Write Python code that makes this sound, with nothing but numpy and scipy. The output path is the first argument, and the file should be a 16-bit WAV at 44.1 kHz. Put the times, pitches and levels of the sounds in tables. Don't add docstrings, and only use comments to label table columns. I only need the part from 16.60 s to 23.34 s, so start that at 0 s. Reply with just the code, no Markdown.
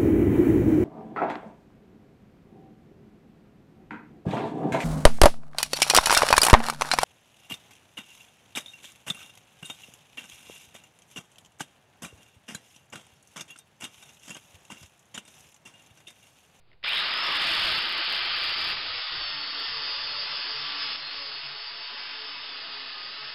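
import sys
import numpy as np
from scipy import signal
from scipy.fft import rfft, irfft
from scipy.io import wavfile
from scipy.ndimage import uniform_filter1d, map_coordinates

SR = 44100
rng = np.random.default_rng(int(sys.argv[2]) if len(sys.argv) > 2 else 0)


def dump(signal):
    limited = np.clip(np.atleast_2d(signal).T, -1, 1)
    pcm = np.round(limited * 32767).astype(np.int16)
    wavfile.write(sys.argv[1], SR, pcm)


def linear_from_db(decibels):
    return 10 ** (np.asarray(decibels, float) / 20)


N = 297234

GEAR_TEETH = 37
LOADED_HZ = 145.5
START_S, RISE_S = 0.2355, 0.0049


def level(x, db):
    return x * linear_from_db(db) / np.sqrt(np.mean(x ** 2))


def walk(rate):
    steps = np.arange(N) * min(rate, 70) / SR
    return 1.1 * map_coordinates(rng.standard_normal(512), [steps], order=2)


def colour(x, shape):
    hz, db = np.transpose(shape)
    log_f = np.log(np.arange(N // 2 + 1) * SR / N + 1)
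    gain = linear_from_db(np.interp(log_f, np.log(hz), db, left=-70, right=-70))
    return level(irfft(rfft(x) * gain, N), 0)


def curve(rows):
    s, value = np.transpose(rows)
    return np.interp(np.arange(N) / SR, s, value)


# frequency in Hz, density in dB per Hz.
YARD_SPECTRUM = [(53, -27.5), (90, -9), (125, -22.5), (256, -30.5), (348, -19), (421, -21.5), (1930, -30.5),
                 (2290, -28), (4710, -33), (5400, -49.5), (7020, -71), (11900, -120)]


def yard_air():
    return linear_from_db(-69 + 4.8 * walk(20)) * colour(rng.standard_normal(N), YARD_SPECTRUM)


# frequency in Hz, density in dB per Hz.
WIND_SPECTRUM = [(12, -8), (25, -1.5), (60, -9.5), (120, -7.5), (250, -27)]
# centre in seconds, level in dB, length in seconds.
GUSTS = [(0.26, -86, 0.052), (0.81, -72.5, .06), (1.088, -51.5, 0.12), (1.705, -68, 0.18),
         (2.187, -56, 0.45), (2.607, -53, 0.075), (3.12, -55.5, 0.064), (3.485, -60.5, 0.19),
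         (3.997, -58.5, 0.031), (4.6, -54, 0.032), (5.064, -64, 0.089)]


def wind():
    t = np.arange(N) / SR
    strength = linear_from_db(-67.5)
    for s, db, length in GUSTS:
        strength = strength + linear_from_db(db) * np.exp(-((t - s) / length) ** 2)
    return strength * linear_from_db(0.8 * walk(14)) * colour(rng.standard_normal(N), WIND_SPECTRUM)


# start in seconds, level in dB, resonance in Hz, decay time T60 in seconds.
SWITCH_CLICKS = [
    (0.116, -49, 2250, 0.014),
    (.13, -51, 2500, 0.032),
    (.229, -40, 2600, 0.053),
]


def switch():
    out, t = np.zeros(N), np.arange(2000) / SR
    for s, db, hz, t60 in SWITCH_CLICKS:
        resonance = signal.butter(1, [0.75 * hz, hz], "bandpass", fs=SR, output="sos")
        burst = signal.sosfilt(resonance, rng.standard_normal(len(t)))
        start = int(s * SR)
        out[start:start + len(t)] += 3 * linear_from_db(db) * burst * np.exp(-np.log(1000) * t / t60)
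    return out


# frequency in Hz, density in dB per Hz.
RUMBLE_SPECTRUM = [(70, -39.5), (110, -10.5), (200, -6), (400, -1.5), (700, -2), (900, -20)]


def rumble():
    return linear_from_db(-25.5 + 1.8 * walk(18)) * colour(rng.standard_normal(N), RUMBLE_SPECTRUM)


# frequency in Hz, density in dB per Hz.
DRONE_SPECTRUM = [(700, -23), (950, -8), (1250, -0.5), (1700, -15), (2100, -12.5)]


def drone(hz, load):
    resonance_db = 7.5 * np.exp(-((hz - 140) / 12) ** 2) * (1 - load)
    drone_db = -15.5 + resonance_db + 1.1 * walk(18)
    return linear_from_db(drone_db) * colour(rng.standard_normal(N), DRONE_SPECTRUM)


# frequency in Hz, density in dB per Hz.
HISS_SPECTRUM = [(3700, -24), (4200, -6), (4700, -2), (5100, 0), (6000, -1), (7000, -20)]


def grit_hiss(beat, hz, load):
    octaves_short = np.minimum(np.log2(hz / LOADED_HZ), 0)
    hiss_db = -13 + 5.5 * load + 7.5 * octaves_short + 0.15 * walk(8.8)
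    return linear_from_db(hiss_db) * colour(rng.standard_normal(N) * (1 + 0.47 * beat), HISS_SPECTRUM)


# frequency in Hz, density in dB per Hz.
ROAR_SPECTRUM = [(290, -36), (500, -20.5), (687, -10), (757, -13.5), (841, -6.5), (1020, -12.5), (1210, -5),
                 (2040, -1.5), (2310, -4), (2800, 2), (3970, -0.5), (5000, -5.5), (6500, -36),
                 (11000, -120)]


def fan_roar(beat):
    noise = rng.standard_normal(N) * (1 + 0.074 * beat)
    return linear_from_db(-3 + 0.5 * walk(9)) * colour(noise, ROAR_SPECTRUM)


# frequency in Hz, width in Hz, then gain in dB when
GUARD_BANDS = [(1312, 86, -1, 0, -2.5), (2050, 440, 1.5, 0, -1), (2340, 88, 3.5, 2, -3.5),
               (2550, 84, 0.5, 1, 2.5), (3060, 73, 0.5, -0.5, -1), (3230, 160, 0, 1, -2.5),
               (3520, 160, 2.5, 0, 1.5), (3870, 280, 2, -1.5, -4), (4070, 320, -5, 0, -1),
               (4490, 150, -2, 4.5, 1.5), (4720, 150, -3, 3.5, 2), (5330, 130, -0.5, -2, -3)]


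def guard(air, load):
    f, spectrum = np.arange(N // 2 + 1) * SR / N, rfft(air)
    colourings = []
    for place in range(3):
        gain_db = sum(db[place] * np.exp(-((f - hz) / width) ** 2) for hz, width, *db in GUARD_BANDS)
        colourings.append(irfft(spectrum * linear_from_db(gain_db), N))
    away, near, cutting = colourings
    come = 1 / (1 + np.exp((0.94 - np.arange(N) / SR) / 0.14))
    return (1 - come) * away + come * ((1 - load) * near + load * cutting)


def rattle(turns):
    t = np.maximum(np.arange(N) / SR - START_S, 0)
    lowpass = signal.butter(2, 300, fs=SR, output="sos")
    rough = signal.sosfilt(lowpass, rng.standard_normal((2, N)))
    mesh = 2 * np.pi * GEAR_TEETH * turns
    chatter = level(rough[0] * np.sin(mesh) + rough[1] * np.cos(mesh), 0)
    envelope = (1 - np.exp(-(t / 0.075) ** 2)) * np.exp(-t / 0.11)
    return linear_from_db(2.5) * envelope * chatter


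# mesh rate in Hz, whine level in dB.
GEARBOX = [(2000, -40), (2350, -15), (2800, -24), (3400, -18), (3850, -15), (4100, -29), (4650, -34),
           (4950, -21), (5250, -22), (5550, -20)]


def whine_level(hz, load):
    return np.interp(GEAR_TEETH * hz, *np.transpose(GEARBOX)) + 9 * (1 - load) ** 10


def tone(turns, wander_db, slip):
    phase = turns + rng.random() + slip * walk(10)
    return level(linear_from_db(wander_db * walk(13)) * np.sin(2 * np.pi * phase), 0)


LOW_SWELLS = [(1.5, 0.4, 1, -38), (2.65, 0.4, 1, -29), (3.42, 0.4, 1, -34), (3.98, 0.4, 1, -33),
              (4.6, 0.12, 1, -30), (4.82, 0.4, 1, -31), (4.99, 0.08, 1, -35), (5.17, 0.08, 1, -34),
              (5.51, 0.08, 1, -33), (5.9, 0.4, 1, -34), (6.21, 0.08, 1, -38), (6.58, 0.4, 1, -34),
              (6.64, 0.12, 1, -34), (1.06, 0.4, 2, -33), (1.61, 0.4, 2, -35), (2.09, 0.4, 2, -31),
              (2.87, 0.4, 2, -29), (3.35, 0.27, 2, -31), (3.99, 0.4, 2, -32), (4.2, 0.08, 2, -28),
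              (4.59, 0.4, 2, -29), (4.6, 0.08, 2, -28), (5.51, 0.12, 2, -34), (5.59, 0.4, 2, -29),
              (5.97, 0.08, 2, -33), (6.18, 0.4, 2, -32), (6.23, 0.08, 2, -34), (6.62, 0.08, 2, -29),
              (2.42, 0.27, 3.083, -32), (2.9, 0.12, 3.083, -27), (3.27, 0.4, 3.083, -27),
              (3.91, 0.4, 3.083, -28), (4.65, 0.12, 3.083, -27), (4.91, 0.4, 3.083, -26),
              (5.21, 0.08, 3.083, -27), (5.66, 0.4, 3.083, -27), (6.18, 0.4, 3.083, -26),
              (6.59, 0.27, 3.083, -28), (2.5, 0.4, 4, -30), (3.52, 0.4, 4, -25), (4.65, 0.12, 4, -25),
              (6.3, 0.4, 4, -35),
              (2.48, 0.6, 5, -30), (4.82, 0.6, 5, -31), (5.97, 0.6, 5, -28), (3.07, 0.6, 6, -25),
           (5.14, 0.6, 6, -27), (6.11, 0.6, 6, -30), (3.57, 0.12, 6.167, -22), (3.59, 0.6, 6.167, -24),
           (5.37, 0.6, 6.167, -25), (6.46, 0.6, 6.167, -28), (2.44, 0.6, 7, -25), (3.5, 0.6, 7, -24),
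           (4.44, 0.6, 7, -26), (5.53, 0.6, 7, -21), (2.68, 0.6, 8, -21), (3.45, 0.4, 8, -23),
           (4.09, 0.6, 8, -19), (6.2, 0.6, 8, -24), (1.3, 0.6, 9.25, -22), (2.84, 0.6, 9.25, -18),
           (3.98, 0.6, 9.25, -21), (4.82, 0.4, 9.25, -21), (6.27, 0.6, 9.25, -17), (6.36, 0.12, 9.25, -18),
              (3.29, 0.18, 10, -20), (5.54, 0.6, 11, -22), (4.07, 0.6, 12, -23), (5.44, 0.27, 12, -20),
           (1.42, 0.6, 12.33, -19), (2.85, 0.6, 12.33, -19), (6.29, 0.6, 13, -21), (1.97, 0.6, 14, -18),
           (3.25, 0.6, 14, -22), (2.38, 0.6, 15, -23), (4.64, 0.6, 16, -19), (5.46, 0.6, 16, -19),
           (6.44, 0.6, 16, -22), (0.98, 0.4, 18.5, -18), (1.78, 0.6, 18.5, -16), (5.93, 0.6, 18.5, -19),
           (2.41, 0.6, 21, -20), (2.93, 0.6, 22, -15), (3.73, 0.4, 22, -17), (5.54, 0.6, 22, -17),
           (2.68, 0.6, 23, -19), (3.86, 0.6, 23, -19), (2.61, 0.6, 24, -15), (3.41, 0.27, 24, -16),
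           (4.24, 0.6, 24, -20), (5.73, 0.6, 24, -22), (2.38, 0.27, 25, -18), (3.16, 0.6, 25, -18),
           (4.04, 0.6, 25, -15), (6.0, 0.6, 25, -20), (2.44, 0.18, 26, -20), (3.08, 0.6, 26, -19),
           (3.62, 0.12, 26, -18), (4.56, 0.12, 26, -17), (5.68, 0.6, 26, -16), (2.28, 0.27, 27, -16),
           (3.0, 0.6, 27, -19), (4.34, 0.6, 27, -20), (4.93, 0.18, 27, -18), (6.1, 0.6, 27, -20)]
HIGH_SWELLS = [(1.97, 0.25, 28, -11), (5.66, 0.12, 28, -20), (6.46, 0.25, 28, -21), (1.87, 0.25, 29, -17),
               (2.83, 0.25, 29, -17), (3.31, 0.25, 29, -17), (3.63, 0.12, 29, -16), (4.12, 0.25, 29, -17),
               (4.52, 0.25, 29, -13), (4.52, 0.05, 29, -14), (4.89, 0.18, 29, -23), (5.28, 0.25, 29, -17),
               (6.02, 0.05, 29, -15), (6.09, 0.25, 29, -14), (6.3, 0.05, 29, -16), (6.62, 0.25, 29, -18),
               (6.71, 0.05, 29, -19), (2.03, 0.25, 30, -17), (2.44, 0.25, 30, -13), (2.81, 0.25, 30, -8),
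               (3.13, 0.25, 30, -15), (3.49, 0.25, 30, -11), (3.53, 0.05, 30, -12), (4.06, 0.25, 30, -16),
               (4.51, 0.25, 30, -12), (4.88, 0.18, 30, -19), (6.21, 0.25, 30, -21), (2.48, 0.25, 31, -16),
               (2.99, 0.18, 31, -9), (3.03, 0.08, 31, -14), (3.28, 0.25, 31, -9), (3.31, 0.08, 31, -14),
               (3.56, 0.08, 31, -9), (3.92, 0.25, 31, -13), (4.34, 0.25, 31, -14), (6.25, 0.25, 31, -21),
               (2.05, 0.25, 32, -24), (2.57, 0.25, 32, -18), (2.87, 0.08, 32, -9), (3.07, 0.25, 32, -7),
               (3.29, 0.12, 32, -13), (3.54, 0.25, 32, -10), (3.61, 0.05, 32, -9), (3.96, 0.12, 32, -16),
               (4.68, 0.25, 32, -11), (4.73, 0.05, 32, -12), (5.01, 0.08, 32, -13), (5.2, 0.25, 32, -14),
               (5.56, 0.25, 32, -18), (6.02, 0.25, 32, -18),
               (2.18, 0.08, 33, -14), (2.43, 0.12, 33, -15), (3.2, 0.25, 33, -11), (3.61, 0.12, 33, -14),
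           (3.87, 0.25, 33, -13), (4.69, 0.25, 33, -12), (5.08, 0.25, 33, -17), (5.59, 0.18, 33, -12),
           (5.99, 0.25, 33, -11), (6.49, 0.25, 33, -14), (2.57, 0.05, 34, -12), (2.76, 0.25, 34, -15),
           (3.24, 0.25, 34, -8), (3.64, 0.05, 34, -11), (3.67, 0.25, 34, -11), (5.17, 0.25, 34, -14),
           (5.79, 0.25, 34, -14), (6.39, 0.25, 34, -15), (2.77, 0.25, 35, -11), (3.05, 0.08, 35, -13),
           (3.25, 0.25, 35, -9), (3.53, 0.08, 35, -12), (3.7, 0.25, 35, -12), (3.89, 0.05, 35, -12),
           (4.21, 0.25, 35, -13), (4.24, 0.05, 35, -11), (4.63, 0.12, 35, -8), (5.08, 0.12, 35, -11),
           (5.44, 0.25, 35, -14), (5.44, 0.05, 35, -12), (6.11, 0.25, 35, -12), (6.58, 0.25, 35, -13),
           (3.03, 0.25, 36, -17), (3.72, 0.25, 36, -16), (4.25, 0.25, 36, -17), (4.73, 0.25, 36, -11),
           (2.92, 0.12, 37, -15), (3.32, 0.25, 37, -12), (3.67, 0.05, 37, -13), (3.79, 0.25, 37, -15),
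           (4.03, 0.08, 37, -13), (4.28, 0.25, 37, -15), (4.3, 0.08, 37, -17), (4.82, 0.25, 37, -12),
           (5.28, 0.25, 37, -10), (5.66, 0.25, 37, -11), (5.99, 0.25, 37, -13), (6.27, 0.12, 37, -15),
           (6.46, 0.25, 37, -9), (6.64, 0.08, 37, -13)]
EXTRA_SWELLS = [
    (4.63, .05, 35, -6),
    (4.23, .04, 35, -8),
    (3.3, .1, 35, -10),
    (5.09, .04, 34, -9),
    (6.48, .06, 35, -9),
    (4.62, .06, 2, -24),
]


def shaft_tones(turns, whine_db):
    t = np.arange(0, N + 128, 128) / SR
    low = [(s, length, k, db - 0.1) for s, length, k, db in LOW_SWELLS]
    high = [(s, length, k, db - 0.8) for s, length, k, db in HIGH_SWELLS + EXTRA_SWELLS]
    swells, out = low + high, 0
    for k in sorted({row[2] for row in swells}):
        power = sum((linear_from_db(db) * np.exp(-((t - s) / length) ** 2)) ** 2
                    for s, length, multiple, db in swells if multiple == k)
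        power = np.interp(np.arange(N) / SR, t, power)
        if k == GEAR_TEETH:
            power = power + linear_from_db(whine_db) ** 2
        out = out + np.sqrt(power) * tone(k * turns, wander_db=2.8 + 3 / k, slip=0.05)
    return out


# time in seconds, extra drag in Hz.
LEAN = [(2.4, -0.5), (2.46, -2.1), (2.51, -2.5), (2.7, -0.0), (2.93, 0.1), (3.01, -0.9), (3.08, -0.8),
        (3.24, 2.0), (3.41, 1.9), (3.6, 0.6), (3.81, 3.9), (4.0, 1.8), (4.12, -0.3), (4.16, 0.5),
        (4.24, 3.9), (4.3, 5.6), (4.33, 5.2), (4.47, 0.3), (4.5, -0.2), (4.55, 1.3), (4.67, 7.5),
        (4.73, 9.0), (4.77, 8.5), (4.92, 5.3), (4.95, 5.3), (5.03, 7.0), (5.08, 7.5), (5.24, 3.7),
        (5.56, 2.9), (5.7, 5.5), (5.88, 4.6), (5.91, 5.3), (5.99, 8.8), (6.04, 9.8), (6.25, 10.4),
        (6.37, 12.1), (6.42, 11.5), (6.53, 8.1), (6.63, 6.1), (6.74, 6.1)]


def speed():
    start_hz, free_hz = 40, 172
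    creep_hz, creep_s, spin_up_s = 50, 0.45, 0.175
    t = np.arange(N) / SR
    load = 1 / (1 + np.exp((2.36 - t) / 0.19))
    on = np.maximum(t - START_S, 0)
    quick = (free_hz - start_hz - creep_hz) * np.exp(-on / spin_up_s)
    free = free_hz - quick - creep_hz * np.exp(-on / creep_s)
    drag = uniform_filter1d(curve(LEAN), size=1500)
    return free - load * (free_hz - LOADED_HZ + drag), load


# time in seconds, roar level in dB.
NEARNESS = [(.25, -28.5), (.4, -25.5), (.55, -27.5), (.88, -23), (1.15, -24), (1.3, -25.5), (2.1, -25.5),
            (2.7, -28), (3.3, -27.5), (4.0, -27), (4.3, -26), (4.62, -26), (4.85, -26.5), (6.74, -27)]


def grinder():
    hz, load = speed()
    turns = np.cumsum(hz) / SR
    beat = np.cos(2 * np.pi * (turns + 0.21 * walk(30)))
    air = fan_roar(beat) + grit_hiss(beat, hz, load) + drone(hz, load) + rumble()
    tones = shaft_tones(turns, whine_level(hz, load))
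    power = np.clip((np.arange(N) / SR - START_S) / RISE_S, 0, 1)
    return power * linear_from_db(curve(NEARNESS)) * (guard(air, load) + tones + rattle(turns))


def scene():
    return (yard_air() + wind() + switch() + grinder())[None]


# time in seconds, change in dB.
GAIN_STEPS = [
    (1.206, -2),
    (2.136, -3.5),
    (4.363, -5),
]


def turn_down(x):
    t = np.arange(N) / SR
    return x * linear_from_db(uniform_filter1d(sum(db * (t > s) for s, db in GAIN_STEPS), size=400))


def squeeze(x, step_db, scatter_db):
    frame = 2048
    z = signal.stft(x, nperseg=frame)[2]
    local = uniform_filter1d(abs(z) ** 2, size=24, axis=0) + 1e-18
    loud = np.mean(local[:frame // 8], axis=0)
    scatter = linear_from_db(step_db + scatter_db * rng.standard_normal(len(loud)))
    step = local ** 0.42 * loud ** 0.08 * scatter
    return signal.istft(np.round(z / step) * step, nperseg=frame)[1][:N]


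# centre in seconds, length in seconds, top in Hz.
DROPOUTS = [(1.43, 0.024, 500), (1.463, 0.022, 810), (1.798, 0.019, 400), (1.941, 0.019, 804),
            (2.462, 0.078, 490), (2.943, 0.0057, 695), (3.062, 0.014, 590), (2.915, 0.015, 900),
            (3.35, 0.02, 330), (3.54, 0.01, 506), (3.683, .018, 350), (3.762, 0.016, 328),
            (3.931, 0.0092, 900), (3.828, 0.028, 577), (4.822, 0.02, 490), (5.096, 0.016, 497),
            (5.238, 0.01, 497), (5.282, 0.012, 600), (5.668, 0.017, 390)]


def lose_bass(x):
    t, lost = np.arange(N) / SR, 0
    for s, length, hz in DROPOUTS:
        bass = signal.sosfiltfilt(signal.butter(4, hz, fs=SR, output="sos"), x)
        lost = lost + np.exp(-((t - s) / (0.6 * length)) ** 4) * bass
    return x - 0.97 * lost


# centre in seconds, length in seconds.
SLACK = [
    (0.243, 0.0071),
    (1.422, 0.013),
    (1.47, 0.0083),
    (1.616, .007),
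    (1.699, 0.026),
    (1.747, .012),
]


def headroom(t):
    releases = sum(np.exp(-((t - s) / length) ** 4) for s, length in SLACK)
    return linear_from_db(4.5 * ((t > 2.15) + releases))


def overload(x, ceiling):
    knee = 10
    return x / (1 + abs(x / ceiling) ** knee) ** (1 / knee)


# frequency in Hz, gain in dB.
BAND_EDGE = [(5150, 0.5), (5300, -1), (5500, -16), (5660, -29), (5760, -63)]


def narrow_band(x):
    hz, db = np.transpose(BAND_EDGE)
    return irfft(rfft(x) * linear_from_db(np.interp(np.arange(N // 2 + 1) * SR / N, hz, db)), N)


# start in seconds, peak in dB.
SNAGS = [
    (2.188, -63),
    (2.809, -56.5),
    (3.0002, -47.5),
    (3.0604, -57),
    (3.0877, -61),
    (3.6888, -63.5),
    (3.952, -66),
    (6.729, -65),
]
# start in seconds, peak in dB before a 10 dB cut.
CRACKLE = [(0.2598, -46.5), (0.2678, -42.5), (0.2902, -30), (0.3072, -39.5), (0.3486, -31), (0.381, -37.5),
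           (0.4, -40.5), (0.4763, -51), (0.4893, -41.5), (0.5342, -43.5), (0.5741, -35), (0.598, -43),
           (0.6315, -39), (0.6544, -39), (0.7038, -43), (0.7208, -41), (0.7442, -41.5), (0.7687, -34.5),
           (0.8145, -37), (0.8355, -38.5), (0.8669, -34), (0.8994, -32.5), (1.0196, -34.5), (1.061, -43),
           (1.072, -32.5), (1.1223, -32.5), (1.1463, -41.5), (1.1777, -33), (1.2216, -47.5),
           (1.2386, -39.5), (1.2755, -42), (1.293, -33), (1.3249, -33.5), (1.379, -31.5), (1.4396, -46),
           (1.4815, -48), (1.504, -40.5), (1.5254, -27), (1.5609, -38.5), (1.5848, -41), (1.6257, -53),
           (1.6496, -46), (1.6636, -43.5), (1.721, -46.5), (1.7689, -43.5), (1.7868, -39.5),
           (1.8253, -49.5), (1.8332, -43), (1.8572, -36), (1.8826, -41.5), (1.9041, -47), (1.943, -40),
           (1.9814, -37), (2.0028, -39), (2.0462, -37.5), (2.0887, -34.5), (2.1146, -48.5)]


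def snags():
    out, t = np.zeros(N), np.arange(400) / SR
    for s, db in SNAGS + [(s, db - 10) for s, db in CRACKLE]:
        start = int(s * SR)
        out[start:start + len(t)] += linear_from_db(db) * rng.standard_normal(len(t)) * np.exp(-t / 0.0014)
    return out


def fizz(t, lift):
    return linear_from_db(-78 + 3 * walk(25)) * rng.standard_normal(N) * (t > 0.27) / lift ** 4


def band_limit(x):
    return signal.sosfilt(signal.butter(12, 15740, fs=SR, output="sos"), x)


def record(dry):
    t = np.arange(N) / SR
    turned = turn_down(dry[0])
    stored = lose_bass(squeeze(turned, step_db=-0.5, scatter_db=2.0))
    stored = np.where(t < START_S + RISE_S, turned, stored)
    lift = headroom(t)
    band = narrow_band(overload(stored, 0.1 * lift))
    clipped = overload(band, 0.1 * lift) + snags() + fizz(t, lift)
    hush = linear_from_db(-93) * rng.standard_normal(N)
    mix = clipped + 0.0013 + hush
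    return band_limit(mix[None])


dry = scene()
out = record(dry)
dump(out)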